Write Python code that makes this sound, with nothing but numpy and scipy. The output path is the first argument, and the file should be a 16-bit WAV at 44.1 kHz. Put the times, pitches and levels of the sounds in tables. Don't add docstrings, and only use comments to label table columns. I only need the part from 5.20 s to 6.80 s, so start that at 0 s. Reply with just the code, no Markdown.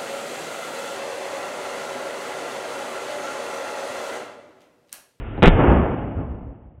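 import sys
import numpy as np
from scipy import signal
from scipy.fft import rfft, irfft
from scipy.io import wavfile
from scipy.ndimage import uniform_filter1d

SR = 44100
rng = np.random.default_rng(int(sys.argv[2]) if len(sys.argv) > 2 else 0)


def unload_audio(sound):
    columns = np.transpose(np.atleast_2d(sound))
    steps = np.round(np.clip(columns, -1, 1) * 32767)
    wavfile.write(sys.argv[1], SR, steps.astype(np.int16))


N = 70560
T = np.arange(N) / SR
GRAIN_DB = 3.5

# start_s, level_db, push_s
SHOCKS = [(0.2236, 32, 0.0013), (0.2293, 43, 0.001), (0.2358, 35.5, .0009), (0.2387, 35.5, .0016),
          (.2567, 37, .0002), (0.2591, 42, .0004), (.2633, 29, .0003), (.269, 37.5, 0.0032),
          (0.2761, 39.5, 0.0013), (.2818, 40, 0.0015), (.289, 28.5, 0.0017)]
# start_s, level_db, hold_s, fade_s, tilt_db_per_octave
SPRAYS = [(0.2272, 22.5, 0.018, 0.0099, -.5), (0.243, 19.5, .023, 0.014, 1.46)]
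# pitch_hz, level_db
SPRAY_TONE = [(30, -5.5), (100, -4), (170, 3.5), (350, -1), (700, -2), (1050, -15), (1400, -8.5),
              (2600, -19), (3800, -27.5)]
def blast():
    out = np.zeros(N)
    for start, db, push_s in SHOCKS:
        progress = np.maximum(T - start, 0) / push_s
        out += amp(db) * (T >= start) * (1 - progress) * np.exp(-progress)
    for start, db, hold_s, fade_s, tilt in SPRAYS:
        swell = (T > start) * np.exp(-np.maximum(T - start - hold_s, 0) / fade_s)
        tone = [(hz, level + tilt * np.log2(hz)) for hz, level in SPRAY_TONE]
        out += amp(db) * swell * noise(tone, GRAIN_DB)
    return out


# start_s, pitch_hz, level_db, rise_s, decay_s
MIC_SWINGS = [(.262, 31, 29, 0.015, .045), (.268, 167.7, 28, 0.016, .014)]
def microphone_thump():
    out = np.zeros(N)
    for start, hz, db, rise_s, decay_s in MIC_SWINGS:
        age = np.maximum(T - start, 0)
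        swell = np.minimum(age / rise_s, 1) * np.exp(-np.maximum(age - rise_s, 0) / decay_s)
        out += amp(db) * swell * np.sin(2 * np.pi * hz * age)
    return out


# peak_s, level_db, rise_s, fall_db_per_s
ECHO_WAVES = [(.31, 12.5, 0.033, 36.5), (.43, 21, 0.044, 34.5), (.54, 17, 0.052, 100),
              (0.989, 5.5, .025, 56), (1.23, -5.5, 0.024, 72), (1.389, -16.5, .045, 21)]
# pitch_hz, level_db, extra_loss_db_per_s
LAND_TONE = [(25, -9.5, 4), (60, -1, -6), (110, 1, -3), (200, -0.5, 1), (400, -1.5, 6), (750, -6, 5.5),
             (1300, -13, 11), (2070, -21.5, 13.5), (2900, -30.5, 14), (3800, -44.5, 24)]
# pitch_hz, level_db
REED_TONE = [(100, -11), (800, -3), (1800, 3.5), (2800, -2), (3800, -18)]
def echoes(shot_s=0.2238, last_trees_s=1.5):
    power = np.zeros(N)
    for peak_s, db, rise_s, fall in ECHO_WAVES:
        rising = np.exp(-(np.minimum(T - peak_s, 0) / rise_s) ** 2)
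        power += rising * amp(db - fall * np.maximum(T - peak_s, 0)) ** 2
    flutter_db = 0.75 * wander(500)
    end_loss_db = 7 * np.maximum(T - last_trees_s, 0)
    level = np.sqrt(power) * amp(flutter_db - end_loss_db)
    age = np.maximum(T - shot_s, 0)
    hz, db, losses = np.transpose(LAND_TONE)
    scatter = noise(np.transpose([hz, db]), GRAIN_DB)
    bands = np.eye(len(hz))
    roll = sum(coloured(scatter, hz, band) * amp(-loss * age) for band, loss in zip(bands, losses))
    reeds = amp(3.5 - 40.5 * age) * noise(REED_TONE, GRAIN_DB)
    return (T > shot_s) * lowpass(level * roll + reeds, hz=3710, size=901)


# peak_s, level_db, half_length_s
FAR_BOOMS = [(0.341, 19, .025), (0.496, 21.5, 0.023), (0.581, 18, .025), (0.634, 15.5, 0.018),
             (0.983, 12.5, 0.024), (1.092, 7, 0.038), (1.265, -1, 0.05), (1.464, -5.5, 0.021)]
def booms(centre_hz=68):
    pitch_hz = centre_hz * np.exp(0.28 * wander(400))
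    wave = np.sin(2 * np.pi * np.cumsum(pitch_hz) / SR)
    level = sum(amp(db) * np.exp(-((T - peak_s) / half_s) ** 2 / 2) for peak_s, db, half_s in FAR_BOOMS)
    return wave * level


# pitch_hz, level_db
KNOCK_TONE = [(40, -10), (200, 4.5), (400, -3.5), (850, -7), (1300, -26.5), (3500, -47.5)]
def knock(start_s=0.1785, level_db=-22, decay_s=0.016):
    age = np.maximum(T - start_s, 0)
    return amp(level_db) * (age > 0) * np.exp(-age / decay_s) * noise(KNOCK_TONE)


# pitch_hz, level_db
WIND_TONE = [(15, -35.5), (25, 1.5), (119, -2.5), (192, -28.5), (222, -13.5), (336, -14), (1080, -26.5),
             (1380, -26), (2920, -36.5), (3600, -46), (4680, -87.5), (7920, -120)]
def wind(level_db=-30.5):
    return amp(level_db) * noise(WIND_TONE)


# pitch_hz, width_hz, level_db
SHELL_RINGS = [(263, 41, -6), (494.6, 20, -10.5), (839, 41, -9.5), (1256, 25, -10.5), (1375, 28, -4),
               (1740, 13, -6), (2134, 20, -4), (2253, 16, 0.5), (2454, 20, -6), (2590, 35, -3.5),
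               (2676, 27, -0.5), (2860, 30, 3.5), (2945, 22, -0.5), (3180, 30, -1), (3225, 41, -4),
               (3520, 17, -2)]
def camera_shell(x):
    out = x.copy()
    for hz, width_hz, db in SHELL_RINGS:
        decay = np.exp(-np.pi * width_hz / SR)
        ring = signal.lfilter([1 - decay], [1, -decay * np.exp(2j * np.pi * hz / SR)], x).real
        out += 2 * amp(db) * ring
    return out


def amp(db):
    return 10 ** (np.asarray(db) / 20)


def evened(x):
    return x / np.sqrt(np.mean(x ** 2) + 1e-20)


def wander(size):
    return evened(uniform_filter1d(uniform_filter1d(rng.standard_normal(N), size), size))


def coloured(x, hz, gains):
    freqs = np.fft.rfftfreq(N, 1 / SR)
    return irfft(rfft(x) * np.interp(np.log(freqs + 1), np.log(hz), gains), N)


def noise(tone, grain_db=0):
    hz, db = np.transpose(tone)
    freqs = np.fft.rfftfreq(N, 1 / SR)
    hiss = rng.standard_normal(N) * amp(grain_db * rng.standard_normal(N))
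    shape = amp(np.interp(np.log(freqs + 1), np.log(hz), db)) * (freqs > 18) * (freqs < 4500)
    return evened(irfft(rfft(hiss) * shape, N))


def lowpass(x, hz, size):
    return signal.oaconvolve(x, signal.firwin(size, hz, window=("kaiser", 9), fs=SR), "same")


def saturate(x, ceiling, knee):
    return x / (1 + abs(x / ceiling) ** knee) ** (1 / knee)


def scene():
    return camera_shell(wind() + knock() + blast() + microphone_thump() + echoes() + booms())[None]


def record(dry):
    threshold_db, max_drop_db, recover_db_per_s = -10, 34, 2
    x = dry[0]
    level_db = 20 * np.log10(abs(x) + 1e-9)
    recovery_db = recover_db_per_s * T
    held_peak_db = np.maximum.accumulate(level_db + recovery_db) - recovery_db
    drop_db = np.clip(held_peak_db - threshold_db, 0, max_drop_db)
    overloaded = saturate(x * amp(-drop_db), ceiling=1.05, knee=11)
    dulled = lowpass(overloaded, hz=3980, size=701)
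    flattened = saturate(dulled, ceiling=0.99, knee=31)
    return lowpass(flattened, hz=16000, size=255)[None]


dry = scene()
out = record(dry)
unload_audio(out)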